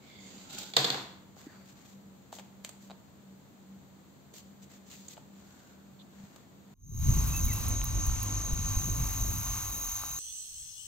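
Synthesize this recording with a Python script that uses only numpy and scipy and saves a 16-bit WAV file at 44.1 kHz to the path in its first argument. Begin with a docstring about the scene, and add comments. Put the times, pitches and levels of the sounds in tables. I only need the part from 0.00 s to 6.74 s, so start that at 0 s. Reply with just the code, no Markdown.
"""Needlework on a crocheted toy

Hands work close to a stereo microphone in a bare, humming room. Yarn rustles and squeaks as it is drawn
through the stitches. Something hard, perhaps a tool, clacks on the table, bounces and rings round
the room. Then a rubber grip rubs on the needle, which slips through in small clicks and scrapes,
and now and then the fingers bump the stuffed toy."""
import sys
import numpy as np
from scipy import signal
from scipy.fft import rfft, irfft, next_fast_len
from scipy.io import wavfile
from scipy.ndimage import uniform_filter1d

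SR = 44100
rng = np.random.default_rng(int(sys.argv[2]) if len(sys.argv) > 2 else 0)


def pcm_store(signal):
    """Save signal as 16-bit PCM."""
    levels = np.round(np.clip(np.atleast_2d(signal), -1, 1) * 32767)
    wavfile.write(sys.argv[1], SR, levels.astype(np.int16).T)


N = 297234
TIME = np.arange(N) / SR


def amp(db):
    """Decibels to gain."""
    return 10 ** (np.asarray(db) / 20)


def unit(x):
    """Scales to rms 1."""
    return x / np.sqrt(np.mean(x ** 2) + 1e-20)


def read(points, hz):
    """Reads a table on a log-frequency axis."""
    freqs, values = np.transpose(points)
    return np.interp(np.log(hz + 1), np.log(freqs), values)


def add(mix, start_s, sound):
    """Mixes a stereo sound in at its start time."""
    part = mix[:, round(start_s * SR):][:, :sound.shape[1]]
    part += sound[:, :part.shape[1]]


def tint(x, colour, size=4096):
    """Minimum-phase filter with the given spectrum."""
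    log_gain = np.log(amp(read(colour, abs(np.fft.fftfreq(size, 1 / SR)))))
    taps = np.fft.ifft(np.exp(np.conj(signal.hilbert(log_gain)))).real[:size // 2]
    return signal.oaconvolve(x, taps[None], axes=1)[:, :x.shape[1]]


def split(x, hz=2100):
    """Treble and body of a sound."""
    return [signal.sosfilt(signal.butter(4, hz, kind, fs=SR, output="sos"), x)
            for kind in ("high", "low")]


def panned(x, side_db):
    """Tips a sound to the left (+) or the right (-)."""
    return x * amp(np.array([[side_db], [-side_db]]) / 2)


def pair(x, likeness=None):
    """The microphone's two ports hear a close source alike in the bass, differently in the treble."""
    # Each row: frequency in Hz, likeness of the channels from 0 to 1.
    close_likeness = [(130, 0.99), (280, 1), (600, 0.5), (1500, 0.1), (8000, 0)]
    hz = np.fft.rfftfreq(x.shape[1], 1 / SR)
    angle = np.arcsin(read(close_likeness if likeness is None else likeness, hz)) / 2
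    spectrum = rfft(x)
    return irfft(np.cos(angle) * spectrum + np.sin(angle) * spectrum[::-1], x.shape[1])


def band(hz, width_hz, order=2):
    """Noise in a narrow resonance that may move."""
    low_pass = signal.butter(order, width_hz / 2, fs=SR, output="sos")
    drift = signal.sosfilt(low_pass, rng.standard_normal((2, N)) + 1j * rng.standard_normal((2, N)))
    carrier = np.exp(2j * np.pi * np.cumsum(hz * np.ones(N)) / SR)
    return unit(pair((drift * carrier).real))


def room(x, build_s=0.0046, size=256):
    """Diffuse echoes off the bare walls build up and die, each band at its own speed."""
    # Each row: frequency in Hz, seconds to fall 60 dB.
    decay_times = [(120, 0.88), (500, 0.47), (1200, 0.71), (4000, 0.5), (7500, 0.51), (14000, 0.49)]
    hz, t, noise = signal.stft(pair(rng.standard_normal((2, SR))), SR, nperseg=size)
    decay = amp(-60 * t / read(decay_times, hz)[:, None])
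    _, tail = signal.istft(noise * decay, SR, nperseg=size)
    tail *= 1 - np.exp(-np.arange(tail.shape[1]) / SR / build_s)
    return signal.fftconvolve(x.mean(0)[None], tail / np.linalg.norm(tail[0]), axes=1)[:, :N]


def air():
    """Room tone: a soft, low rush from all round the microphone."""
    # Each row: frequency in Hz, relative level in dB.
    colour = [(25, -25.5), (45, -17.5), (75, -0.5), (230, 2), (420, -7), (800, -10.5), (1500, -17),
              (2600, -22), (4300, -21), (5400, -29), (7000, -18.5), (9000, -29), (15500, -26.5)]
    # Each row: frequency in Hz, likeness of the channels from 0 to 1.
    likeness = [(40, 0.27), (130, 0.4), (280, 0.6), (600, 0.26), (1500, 0), (8000, 0.0082)]
    rush = tint(pair(rng.standard_normal((2, N)), likeness), colour)
    return panned(amp(-57) * unit(rush), side_db=1.17)


def waver(hz, width_hz, unevenness=0.82):
    """A tone whose pitch and strength wander by chance."""
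    analytic = signal.hilbert(band(hz, width_hz, order=6)[0], next_fast_len(N))[:N]
    return unit(abs(analytic) ** unevenness * np.cos(np.angle(analytic)))


def hum(throb_hz=2.38, throb_db=3.0, crest_s=1.197):
    """A throbbing hum, perhaps of a fan, over a weaker, lower tone; the same in both ports."""
    # Each row: pitch in Hz, width in Hz, level in dB before the throb.
    tones = [(195.4, 9.9, -58.5), (136.7, 4, -72)]
    main, lower = (amp(db) * waver(hz, width_hz) for hz, width_hz, db in tones)
    throb = amp(throb_db * np.cos(2 * np.pi * throb_hz * (TIME - crest_s)))
    return main * throb + lower


def friction(snaps_per_s, spread_db, smooth):
    """Surfaces catch and let go: tiny snaps of uneven size over a smooth hiss."""
    sizes = amp(spread_db * np.minimum(rng.exponential(1, N), 4))
    snaps = sizes * (rng.random(N) < snaps_per_s / SR) * rng.standard_normal((2, N))
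    return pair(unit(snaps) + smooth * rng.standard_normal((2, N)))


def stroke(start_s, length_s, peak_share=0.377, flank_power=0.41):
    """Speed of one stroke of the hand: a lopsided arch from rest to rest."""
    angle = np.interp((TIME - start_s) / length_s, [0, peak_share, 1], [0, np.pi / 2, np.pi])
    return np.sin(angle) ** flank_power


def judder(cutoff_hz=70, depth_db=1.5):
    """Uneven gain of a surface that sticks and slips."""
    wobble = signal.sosfilt(signal.butter(2, cutoff_hz, fs=SR, output="sos"), rng.standard_normal(N))
    return unit(amp(depth_db * unit(wobble)))


def rub(strokes, grain, hiss_db, body_db):
    """Friction under the fingers: light strokes hiss, pressed strokes add body."""
    hiss, body = (unit(part) for part in split(grain))
    speeds = np.array([stroke(start_s, length_s) for start_s, length_s, *_ in strokes])
    hiss_gain, body_gain = amp(np.array(strokes)[:, 2:] + [hiss_db, body_db]).T @ speeds
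    return (hiss * hiss_gain + body * body_gain) * judder()


def yarn():
    """Fibres rustle through the stitches, a little to the right: two light draws, then a double tug."""
    # Each row: start and length in seconds, hiss and body in relative dB.
    pulls = [(0, 0.23, -60.5, -57.5), (0.2, 0.42, -56, -53.5), (0.495, 0.23, -45.5, -53.5),
             (0.58, 0.065, -49.5, -58)]
    # Each row: frequency in Hz, relative level in dB.
    colour = [(30, -20.5), (30, -16.5), (250, 2.5), (1400, -12), (2000, -10), (4000, 3), (5700, -4),
              (7200, 3), (9000, -13.5), (15500, -12.5)]
    grain = tint(friction(snaps_per_s=7900, spread_db=2.0, smooth=0.88), colour)
    return panned(rub(pulls, grain, hiss_db=-3.0, body_db=-5.0), side_db=-2.0)


def squeaks():
    """Taut yarn and rubber sing in narrow bands that hold, then slide, as loud as the stroke is fast."""
    # Each row: start and length in seconds, first pitch, last pitch and width in Hz, relative dB.
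    glides = [(0.02, 0.32, 2217, 2050, 220, -62.5), (0.06, 0.3, 3500, 3400, 420, -62),
              (0.094, 0.4, 4640, 4700, 450, -64.5), (0.173, 0.37, 6900, 7200, 940, -58.5),
              (0.46, 0.277, 810, 920, 100.9, -59), (0.45, 0.29, 1390, 1500, 185, -59),
              (0.5, 0.163, 3750, 3560, 1111, -56), (1.456, 0.13, 1800, 1300, 432, -63),
              (1.46, 0.22, 4570, 4600, 400, -71), (4.905, 0.059, 2600, 2700, 900, -59),
              (5.987, 0.043, 3750, 3600, 910, -59), (5.418, 0.48, 1513, 1446, 298, -70)]
    out = np.zeros((2, N))
    for start_s, length_s, first_hz, last_hz, width_hz, db in glides:
        progress = np.clip((TIME - start_s) / length_s, 0, 1)
        hz = first_hz + (last_hz - first_hz) * progress ** 2
        out += amp(db) * band(hz, width_hz) * stroke(start_s, length_s) * judder()
    return panned(out, side_db=-2.5)


def pulse(lag_s=0, size=4096):
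    """One clean impulse at both ports; it may reach the left one later."""
    t = np.arange(size) / SR
    return np.sinc((t - np.array([[lag_s], [0]])) * SR)


def contact(rasp_db, scatter_s, rise_s, lag_s=0, size=4096):
    """One sharp contact, then a rasping scatter that builds and fades."""
    t = np.arange(size) / SR
    envelope = (1 - np.exp(-t / rise_s)) * np.exp(-t / scatter_s)
    scatter = unit(rng.standard_normal((2, size)) * envelope) / np.sqrt(size)
    return pulse(lag_s) + amp(rasp_db) * pair(scatter)


def blows(rows, sounds, treble_db, body_db):
    """Places each blow with its own share of treble and body; the body leans less to the side."""
    out = np.zeros((2, N))
    for (start_s, high_db, low_db, side_db, *_), sound in zip(rows, sounds):
        for part, db, lean in zip(split(sound), (high_db + treble_db, low_db + body_db), (1, 0.3)):
            power = uniform_filter1d((part ** 2).mean(0), 128, mode="constant")
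            add(out, start_s, panned(amp(db) * part / np.sqrt(power.max()), lean * side_db))
    return out


def table_echo(x, left_s=0.0013, right_s=0.0016, echo_db=-8):
    """Adds the first echo, off the table top under the hands."""
    hz = np.fft.rfftfreq(x.shape[1], 1 / SR)
    delay = np.exp(-2j * np.pi * np.outer([left_s, right_s], hz))
    return x + amp(echo_db) * irfft(rfft(x) * delay)


def hollow(x, hz, lift_db):
    """The cupped fingers lift one resonance."""
    return x + (amp(lift_db) - 1) * signal.lfilter(*signal.iirpeak(hz, Q=4.0, fs=SR), x)


def needle():
    """Dry little snaps close to the microphone as needle, grip and fingernails slip."""
    # Each row: start in seconds, snap and body in relative dB, leftward lean in dB,
    # hollow resonance in Hz, its lift in dB, rasp in dB.
    slips = [(0.529, -43.5, -64.5, -5, 12500, 11, 6), (0.5847, -32.5, -56, -3, 4640, 3.5, 13),
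             (1.367, -79, -56.5, -10, 970, 6, -3), (2.3275, -44, -43, 3, 744, 5.5, -2),
             (2.3865, -47, -50, 5, 3110, 13, -4), (2.396, -48, -50.5, -3, 2444, 13, 1),
             (2.648, -32, -50.5, -3, 2160, 11.5, -2.5), (2.6918, -39.5, -54, -5, 8100, 4, 3),
             (2.8998, -59, -50, 1, 3700, 9, -5), (2.9072, -53, -50.5, -3, 4200, 15, -7),
             (2.9138, -56, -49.5, 3, 4260, 18, 0), (4.339, -47, -54.5, -2, 354, 17, 12),
             (5.0831, -38, -70, -4, 6850, 13.5, 6), (5.1696, -58, -57.5, 0, 3170, 18, -7.5),
             (5.1765, -54.5, -49.5, 1, 3200, 5, 8), (6.361, -48.5, -57.5, 3.5, 1100, 10, 3)]
    # Each row: frequency in Hz, relative level in dB.
    colour = [(100, -15), (350, 2.5), (800, 7.5), (1500, -4), (2100, -10), (3100, -3), (4400, 0),
              (5500, -8.5), (6600, 2.5), (7600, 2.5), (8600, -2.5), (12500, -10), (16000, -10.5)]
    near, radiated = [], []
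    for *_, hz, lift_db, rasp_db in slips:
        snap = table_echo(contact(rasp_db, scatter_s=0.0042, rise_s=0.00037))
        near.append(hollow(tint(snap, colour), hz, lift_db))
        radiated.append(hollow(tint(pulse(), colour), hz, lift_db))
    direct = blows(slips, near, treble_db=-3.0, body_db=4.0)
    return direct + room(blows(slips, radiated, treble_db=-11.5, body_db=-3.5))


def ring(x, ring_db, size=4096):
    """A brief, hard ring over a low room boom follows each contact."""
    # Each row: frequency in Hz, relative level in dB, seconds to fall 60 dB.
    modes = [(136.8, 2.5, 0.23), (489, -5, 0.078), (675, 2, 0.09), (778, 0, .11), (1501, 4, 0.047),
             (2940, 11, .022), (3500, 18, 0.012), (3976, 11.5, .012), (4247, 15.5, 0.016),
             (4710, 8.5, 0.018), (7220, 10, .015)]
    t = np.arange(size) / SR
    ringing = sum(amp(db - 60 * t / t60) * np.cos(2 * np.pi * hz * t) for hz, db, t60 in modes)
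    return x + amp(ring_db) * signal.oaconvolve(x, ringing[None], axes=1)[:, :x.shape[1]]


def clack():
    """The hard thing lands on the table with a dry crack, bounces and skids; the room booms."""
    # Each row: start in seconds, clack and table thud in relative dB, leftward lean in dB.
    knocks = [(0.7367, -32.5, -45.5, -6), (0.7653, -23, -35, 0), (0.7672, -11.5, -22.5, -4.5),
              (0.7739, -41, -27, 0.5), (0.8445, -22.5, -28.5, -5.5), (0.8488, -22.5, -31.5, 0),
              (0.8843, -35, -36.5, 0), (0.9026, -22, -31.5, -4), (0.9446, -35, -30.5, 0)]
    # Each row: time in seconds, relative level of the skid in dB.
    skid_curve = [(0.77, -59), (0.83, -70), (0.86, -39), (0.93, -50), (0.969, -48.5), (1.029, -57),
                  (1.122, -78)]
    # Each row: frequency in Hz, relative level in dB.
    colour = [(30, -48.5), (125, -15), (220, -15), (350, -9), (600, -12), (1000, -11), (1350, -17.5),
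              (2400, -15.5), (3050, -13.5), (3400, -5.5), (4600, -6.5), (5100, -14), (5800, -17),
              (7100, -13), (8300, -20), (10000, -37), (12500, -24.5), (15500, -30.5)]
    cracks = [contact(rasp_db=2.0, scatter_s=0.0028, rise_s=0.0013, lag_s=0.00026) for _ in knocks]
    near = [tint(ring(crack, ring_db=-47.0), colour) for crack in cracks]
    direct = blows(knocks, near, treble_db=-3.0, body_db=-2.1)
    boom = tint(ring(pulse(), ring_db=-54.5), colour)
    radiated = blows(knocks, [boom] * len(knocks), treble_db=-4.5, body_db=0.5)
    scrape = unit(tint(friction(snaps_per_s=950, spread_db=2.5, smooth=0.4), colour))
    skid = scrape * amp(np.interp(TIME, *np.transpose(skid_curve), left=-140, right=-140))
    return direct + room(radiated + skid) + amp(-5.5) * skid


def grip():
    """The rubber grip scrapes over needle and yarn in short strokes, a little to the left."""
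    # Each row: start and length in seconds, hiss and body in relative dB.
    strokes = [(1.36, 0.12, -58, -59), (1.48, 0.18, -66.5, -59), (1.65, 0.089, -59.5, -65),
               (1.75, 0.12, -63.5, -63), (1.85, 0.11, -59.5, -70.5), (2.32, 0.092, -51, -64.5),
               (2.638, 0.042, -52, -58), (2.8, 0.092, -60.5, -84), (4.335, 0.08, -49, -72),
               (4.618, 0.033, -56, -74), (4.695, 0.093, -58, -61), (4.855, 0.25, -56, -74),
               (4.9, 0.062, -56, -63), (5.095, 0.055, -50.5, -71.5), (5.32, 0.45, -63.5, -64.5),
               (6.1, 0.35, -65, -63)]
    # Each row: frequency in Hz, relative level in dB.
    colour = [(200, -3), (650, 5), (1400, 3.5), (2600, 1.5), (4200, 6.5), (5500, 2.5), (7000, 11),
              (9000, -2.5), (15500, -2)]
    grain = tint(friction(snaps_per_s=2600, spread_db=1.2, smooth=0.98), colour)
    return panned(rub(strokes, grain, hiss_db=-1.2, body_db=-4.5), side_db=1.5)


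def bumps(swell_s=0.0031, size=2048):
    """Fingers bump the stuffed toy, dead centre: a few soft, low cycles that swell and die."""
    # Each row: start in seconds, pitch in Hz, level in dB.
    touches = [(1.4671, 287, -38), (6.2, 164, -44.5), (6.236, 149, -43.5)]
    t = np.arange(size) / SR
    envelope = t / swell_s * np.exp(1 - t / swell_s)
    out = np.zeros((2, N))
    for start_s, hz, db in touches:
        thump = amp(db) * envelope * np.cos(2 * np.pi * hz * t)
        add(out, start_s, np.array([thump, thump]))
    return out


def scene():
    """The close handwork and the room behind it, as they reach the microphone."""
    rubbing = yarn() + grip()
    return rubbing + squeaks() + air() + hum() + amp(-6.0) * room(rubbing) + clack() + needle() + bumps()


def record(dry, edge_hz=15700):
    """The sound has a deep dip near 9-11 kHz and a steep treble cut-off."""
    # Each row: frequency in Hz, gain in dB.
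    treble_dip = [(8300, 0), (9000, -10), (10000, -9), (11250, -23.5), (11650, 0.5)]
    coloured = irfft(rfft(dry) * amp(read(treble_dip, np.fft.rfftfreq(N, 1 / SR))), N)
    low_pass = signal.firwin(511, edge_hz, window=("kaiser", 9), fs=SR)
    return signal.oaconvolve(coloured, low_pass[None], "same", axes=1)


dry = scene()
out = record(dry)
pcm_store(out)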